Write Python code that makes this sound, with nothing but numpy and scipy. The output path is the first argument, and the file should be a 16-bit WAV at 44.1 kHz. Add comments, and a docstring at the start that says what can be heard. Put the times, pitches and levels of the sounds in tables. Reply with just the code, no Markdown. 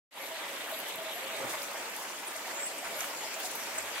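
"""Light rain in a forest garden.

Two microphones stand beside a feeding perch. Drops patter on leaves and ground over a wash of running
water, and something hollow, perhaps a drain, gurgles, hoots and plops. Close by, birds on the perch rustle,
tick and briefly beat their wings; falling chips and thin high notes echo among the trees."""
import sys
import numpy as np
from scipy import signal
from scipy.fft import rfft, irfft
from scipy.io import wavfile
from scipy.ndimage import uniform_filter1d

SR = 44100
rng = np.random.default_rng(int(sys.argv[2]) if len(sys.argv) > 2 else 0)


def put_to_file(sound):
    """Save the sound as 16-bit audio at rate SR, in the file named by the first command-line argument."""
    columns = np.atleast_2d(sound).T  # one column per channel
    safe = np.clip(columns, -1, 1)
    whole_steps = np.round(safe * 32767)
    wavfile.write(sys.argv[1], SR, whole_steps.astype(np.int16))


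N = 176400
T = np.arange(N) / SR

# wash of running water: f/Hz, relative level/dB
WASH_SPECTRUM = [(30, -68), (62, -48), (120, -26), (290, -10.5), (450, -8), (850, -6.5), (1300, -8),
                 (2300, -6.5), (3400, -12.5), (5200, -21), (7800, -16), (10000, -24), (12000, -18.5),
                 (15600, -28)]
# fine spray on leaves: f/Hz, relative level/dB
SPRAY_SPECTRUM = [(2500, -23), (4500, 1), (7000, 0.5), (9500, -5.5), (15000, -11.5)]
# rise and fall of wash, spray and sizzle: t/s, relative level/dB
WASH_CURVE = [(.2, -46.5), (.5, -43.5), (1.1, -44.5), (1.45, -42.5), (1.7, -44.5), (2.25, -46),
              (2.5, -43.5), (2.73, -45.5), (3, -44.5), (4, -43.5)]
SPRAY_CURVE = [(1.2, -69), (1.55, -48.5), (2.2, -49.5), (2.9, -47), (3.2, -45.5), (4, -47)]
SIZZLE_CURVE = [(.5, -48), (1.45, -50), (1.8, -54.5)]

# hollow resonances of the drain: f/Hz, width/Hz, relative level/dB
DRAIN_RESONANCES = [(563, 11, 6.5), (652, 52, 2.5)]
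# its gurgle: t/s, level/dB
GURGLE_CURVE = [(.3, -56.5), (1.4, -53), (1.8, -53), (2.3, -61), (2.55, -51), (4, -53.5)]
# one resonance singing out: t/s, length/s, level/dB, f/Hz
DRAIN_HOOTS = [(.18, .12, -48, 545), (.305, .078, -47.5, 652), (.486, .12, -50, 550),
               (.715, .09, -44.5, 642), (.96, .2, -43.3, 646), (1.15, .06, -46.5, 705),
               (1.21, .14, -47.5, 535), (1.298, .12, -46, 650), (1.395, .085, -42, 540),
               (1.745, .1, -48, 640), (2.95, .06, -46, 545)]
# hollow plops: t/s, level/dB, f/Hz
DRAIN_PLOPS = [(.722, -30, 643), (1.542, -33, 630), (2.354, -38, 640), (2.464, -36.5, 746),
               (2.529, -36, 646), (2.827, -35, 734), (2.86, -34, 665), (2.924, -35, 678), (2.964, -33, 618),
               (3.019, -34, 670), (3.233, -34.5, 861), (3.361, -35.5, 653), (3.444, -32, 733)]

# sharp ticks on the perch: t/s, peak level/dB, centre f/Hz
PERCH_TICKS = [(.716, -27, 13000), (.79, -29, 11800), (.801, -27, 12000), (.957, -30, 12300),
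               (1.619, -27.5, 5000), (1.964, -26.5, 10000), (2.364, -27.5, 8900), (3.006, -23.5, 6500),
               (3.342, -28.5, 7460), (3.402, -26, 13000), (3.514, -23, 8900), (3.554, -24.5, 12500)]
# feathers and leaves: t/s, length/s, level/dB, centre f/Hz
PERCH_RUSTLES = [(0.664, 0.1, -47.5, 13000), (0.872, 0.037, -41.5, 9200), (1.466, 0.11, -42, 7600),
                 (1.517, 0.065, -43.5, 1170), (1.61, 0.043, -43, 11100), (1.936, 0.14, -47, 9800),
                 (2.839, 0.059, -40, 1330), (2.947, 0.19, -44, 10900), (2.978, .1, -39, 1790),
                 (3.319, 0.22, -49.5, 12000), (3.429, 0.06, -38.5, 6400), (3.525, .07, -47, 13000),
                 (3.93, 0.15, -41, 2000)]
# wingbeats close by: t/s, length/s, level/dB
WING_STROKES = [(1.36, .17, -51.5), (1.395, .035, -45), (1.44, .024, -40)]
# the air they stir: f/Hz, relative level/dB
WING_SPECTRUM = [(40, -32), (100, -5), (300, 1), (540, 4), (1000, -14), (5000, -38)]

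# falling chips: t/s, length/s, level/dB, starting f/Hz
BIRD_CHIPS = [(2.262, .031, -35.5, 10000), (2.652, .036, -34.5, 10000), (2.777, .018, -36, 9200),
              (3.778, .014, -26.5, 8900)]
# thin buzzy notes: t/s, length/s, level/dB, starting f/Hz, final f/Hz
BIRD_NOTES = [(1.355, .045, -43, 8200, 8150), (2.53, .165, -36, 6900, 8000), (3.14, .13, -43, 7050, 6950)]
# very high lisps: t/s, level/dB
BIRD_LISPS = [(.17, -47.5), (.7, -47), (1.08, -46.5), (2.93, -44.5), (3.54, -48.5)]
# background hum: t/s, length/s, level/dB, f/Hz
LOW_HUM = (3.7, .23, -64, 86)

# likeness of the two microphones: f/Hz, coherence (0 to 1)
MIC_COHERENCE = [(160, 1), (650, 0.84), (1220, 0.52), (2000, 0.27), (15000, 0.16)]
# lead of the left microphone: f/Hz, phase/rad
MIC_LEAD = [(300, 0), (1100, -.35), (2300, -.1), (2900, -.9), (4400, -2.1), (7100, -2.6), (10000, -2.6),
            (11400, -.3), (15000, -1.1)]
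# opening fade: t/s, gain
FADER = [(.108, 0), (.18, .8), (.27, 1)]


def water():
    """Running water all around: a broad wash, with leaf spray and a fading sizzle slightly to the left."""
    wash = restless(noise(N, lambda f: amp(at_hz(WASH_SPECTRUM, f))), patch_db=1.75, flicker_db=0.43)
    spray = restless(noise(N, lambda f: amp(at_hz(SPRAY_SPECTRUM, f))), patch_db=2.2, flicker_db=2.3)
    sizzle = restless(noise(N, lambda f: octave_band(f, 3420, 0.29)), patch_db=3.5, flicker_db=3.0)
    treble = spray * level(SPRAY_CURVE) + sizzle * level(SIZZLE_CURVE)
    return amp([[3.1], [3.9]]) * wash * level(WASH_CURVE) + amp([[1.6], [-1.6]]) * treble


def drain(hoot_roughness=.65, plop_t60_s=.076, plop_rise_s=.0014):
    """Running water stirs hollow resonances; now and then one sings out, or a single plop rings."""
    def cavity(f):
        return sum(amp(db) / (1 + (2 * (f - hz) / width) ** 2) for hz, width, db in DRAIN_RESONANCES)

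    out = noise(N, cavity) * level(GURGLE_CURVE)
    for s, length, db, hz in DRAIN_HOOTS:
        t, swell = arch(length, skew=0.49)
        tone = (1 + hoot_roughness * buzz(t, width_hz=55)) * glide(t, hz, hz)
        add(out, s, amp(db) * swell * unit(tone.real))
    t = np.arange(SR // 5) / SR
    attack = 1 - np.exp(-t / plop_rise_s)
    for s, db, hz in DRAIN_PLOPS:
        add(out, s, amp(db - 60 * t / plop_t60_s) * attack * np.sin(2 * np.pi * hz * t))
    return out


def rain():
    """Fine drops on leaves and duller splats on the ground, with a short echo."""
    fine = amp(-53) * patter(per_s=1400, spread_db=3.3, low_hz=4500, high_hz=14000, cycles=2.0)
    splats = amp(-50.5) * patter(per_s=450, spread_db=3.0, low_hz=625, high_hz=2766, cycles=2.7)
    return fine + splats + amp(-4.5) * echo(fine + splats, t60_s=0.11)


def patter(per_s, spread_db, low_hz, high_hz, cycles, pitches=30):
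    """Drops of random size ring for a few cycles; each pitch reaches the microphones from its own side."""
    out = np.zeros((2, N))
    t = np.arange(1024) / SR
    for hz in np.geomspace(low_hz, high_hz, pitches):
        sizes = amp(spread_db * np.minimum(rng.exponential(1, N), 4))
        impacts = sizes * (rng.random(N) < per_s / pitches / SR)
        lead = rng.uniform(-1.61, 1) * min(hz / 1200, np.pi)
        envelope = np.sqrt(hz) * np.exp(-t * hz / cycles) * (1 - np.exp(-2 * t * hz))
        drop = envelope * np.sin(2 * np.pi * hz * t + np.array([[lead], [-lead]]) / 2)
        out += signal.oaconvolve(impacts[None], drop, axes=1)[:, :N]
    return unit(out)


def perch(tick_decay_s=.0022, grain_db=4.5):
    """Birds close by: ticks, grainy rustles, and wingbeats whose gust hits each microphone differently."""
    def wing_colour(f):
        return amp(at_hz(WING_SPECTRUM, f))

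    out = np.zeros((2, N))
    t = np.arange(512) / SR
    for s, db, hz in PERCH_TICKS:
        tick = noise(len(t), lambda f: octave_band(f, hz, octaves=.26)) * np.exp(-t / tick_decay_s)
        add(out, s, amp(db) * tick / abs(tick).max())
    for s, length, db, hz in PERCH_RUSTLES:
        t, swell = arch(length, skew=0.72)
        jitter = unit(uniform_filter1d(rng.standard_normal(len(t)), size=70))
        hiss = noise(len(t), lambda f: octave_band(f, hz, octaves=.71))
        add(out, s, amp(db) * swell * unit(amp(grain_db * jitter)) * hiss)
    for s, length, db in WING_STROKES:
        t, swell = arch(length, skew=0.57)
        turbulence = rfft(rng.standard_normal((2, len(t))))
        gust = irfft(turbulence * wing_colour(np.fft.rfftfreq(len(t), 1 / SR)), len(t))
        add(out, s, amp(db) * swell * unit(noise(len(t), wing_colour) + unit(gust)))
    return out


def bird_calls(lisp_hz=11750, lisp_width_hz=650, partner_below_hz=1900):
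    """Falling chips, buzzy notes and high lisps with a weaker, lower partner, echoed by the trees."""
    out = np.zeros((2, N))
    for s, length, db, hz in BIRD_CHIPS:
        t, swell = arch(length, skew=1.1)
        add(out, s, amp(db) * swell * glide(t, hz, hz * .68, bend=1.7).real)
    for s, length, db, from_hz, to_hz in BIRD_NOTES:
        t, swell = arch(length, skew=1.2)
        note = buzz(t, width_hz=430) * glide(t, from_hz, to_hz)
        add(out, s, amp(db) * np.sqrt(swell) * note.real)
    for s, db in BIRD_LISPS:
        t, swell = arch(length_s=.145, skew=0.87)
        partner = amp(-8.5) * buzz(t, lisp_width_hz) * np.exp(-2j * np.pi * partner_below_hz * t)
        lisp = (buzz(t, lisp_width_hz) + partner) * glide(t, lisp_hz, lisp_hz)
        add(out, s, amp(db) * swell * lisp.real)
    return out + amp(-7.5) * echo(out, t60_s=.32)


def hum():
    """One faint low tone swells and fades in the background."""
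    out = np.zeros((2, N))
    s, length, db, hz = LOW_HUM
    t, swell = arch(length, skew=1)
    add(out, s, amp(db) * swell * glide(t, hz, hz).real)
    return out


def echo(x, t60_s):
    """Trunks and leaves scatter a diffuse tail back to the microphones."""
    t = np.arange(SR // 2) / SR
    tail = noise(len(t), np.ones_like) * amp(-60 * t / t60_s)
    return signal.fftconvolve(x, tail / np.linalg.norm(tail[0]), axes=1)[:, :N]


def noise(n, shape):
    """Noise with gain shape(Hz) at the two microphones: alike in the bass, less so in the treble."""
    hz = np.fft.rfftfreq(n, 1 / SR)
    left, unrelated = rfft(rng.standard_normal((2, n)))
    coherence = np.clip(at_hz(MIC_COHERENCE, hz), 0, 1)
    right = (coherence * left + np.sqrt(1 - coherence ** 2) * unrelated) * np.exp(-1j * at_hz(MIC_LEAD, hz))
    return unit(irfft(np.array([left, right]) * shape(hz), n))


def restless(x, patch_db, flicker_db):
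    """The level wavers in random patches of time and pitch, and flickers quickly across wide bands."""
    spectra = signal.stft(x, nperseg=512, noverlap=384)[2]
    a, b = rng.standard_normal((2,) + spectra.shape[1:])
    patches = unit(uniform_filter1d(uniform_filter1d(a, size=9, axis=0), size=18, axis=1))
    flicker = unit(uniform_filter1d(uniform_filter1d(b, size=140, axis=0), size=6, axis=1))
    spectra *= amp(patch_db * patches + flicker_db * flicker)
    return unit(signal.istft(spectra, nperseg=512, noverlap=384)[1][:, :N])


def glide(t, from_hz, to_hz, bend=1):
    """A sliding complex tone at the two microphones; bend over 1 slides ever faster."""
    hz = from_hz + (to_hz - from_hz) * np.linspace(0, 1, len(t)) ** bend
    lag = np.array([[0], [1]]) * at_hz(MIC_LEAD, hz)
    return np.exp(1j * (2 * np.pi * np.cumsum(hz) / SR - lag))


def buzz(t, width_hz):
    """Quick random flutter that widens a tone."""
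    spread = np.exp(-2 * (np.fft.fftfreq(len(t), 1 / SR) / width_hz) ** 2)
    return unit(np.fft.ifft(spread * np.exp(2j * np.pi * rng.random(len(t)))))


def arch(length_s, skew):
    """Time axis and a swell that rises and falls; skew under 1 peaks early."""
    t = np.arange(0, length_s, 1 / SR)
    return t, abs(np.sin(np.pi * (t / length_s) ** skew))


def octave_band(hz, centre_hz, octaves):
    """Gain of a soft-edged band."""
    return np.exp(-.5 * (np.log2((hz + 1) / centre_hz) / octaves) ** 2)


def at_hz(points, hz):
    """Reads a table on a log-frequency axis."""
    f, value = np.transpose(points)
    return np.interp(np.log(hz + 1), np.log(f + 1), value)


def level(points):
    """A dB curve as a gain for every sample."""
    return amp(np.interp(T, *np.transpose(points)))


def amp(db):
    """Decibels to gain."""
    return 10 ** (np.asarray(db) / 20)


def unit(x):
    """Scales to rms 1."""
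    return x / np.sqrt(np.mean(abs(x) ** 2) + 1e-20)


def add(mix, s, sound):
    """Mixes a sound in at time s."""
    part = mix[:, max(round(s * SR), 0):][:, :sound.shape[-1]]
    part += sound[..., :part.shape[1]]


def scene():
    """The garden from beside the perch, whose sounds come back from the trees."""
    near = perch()
    return water() + drain() + rain() + near + amp(-6) * echo(near, t60_s=0.43) + bird_calls() + hum()


def record(dry, cutoff_hz=15800):
    """Both microphones are faded in and lose their highest treble."""
    faded = dry * np.interp(T, *np.transpose(FADER))
    lowpass = signal.firwin(511, cutoff_hz, window=("kaiser", 9), fs=SR)
    return signal.oaconvolve(faded, lowpass[None], "same")


dry = scene()
out = record(dry)
put_to_file(out)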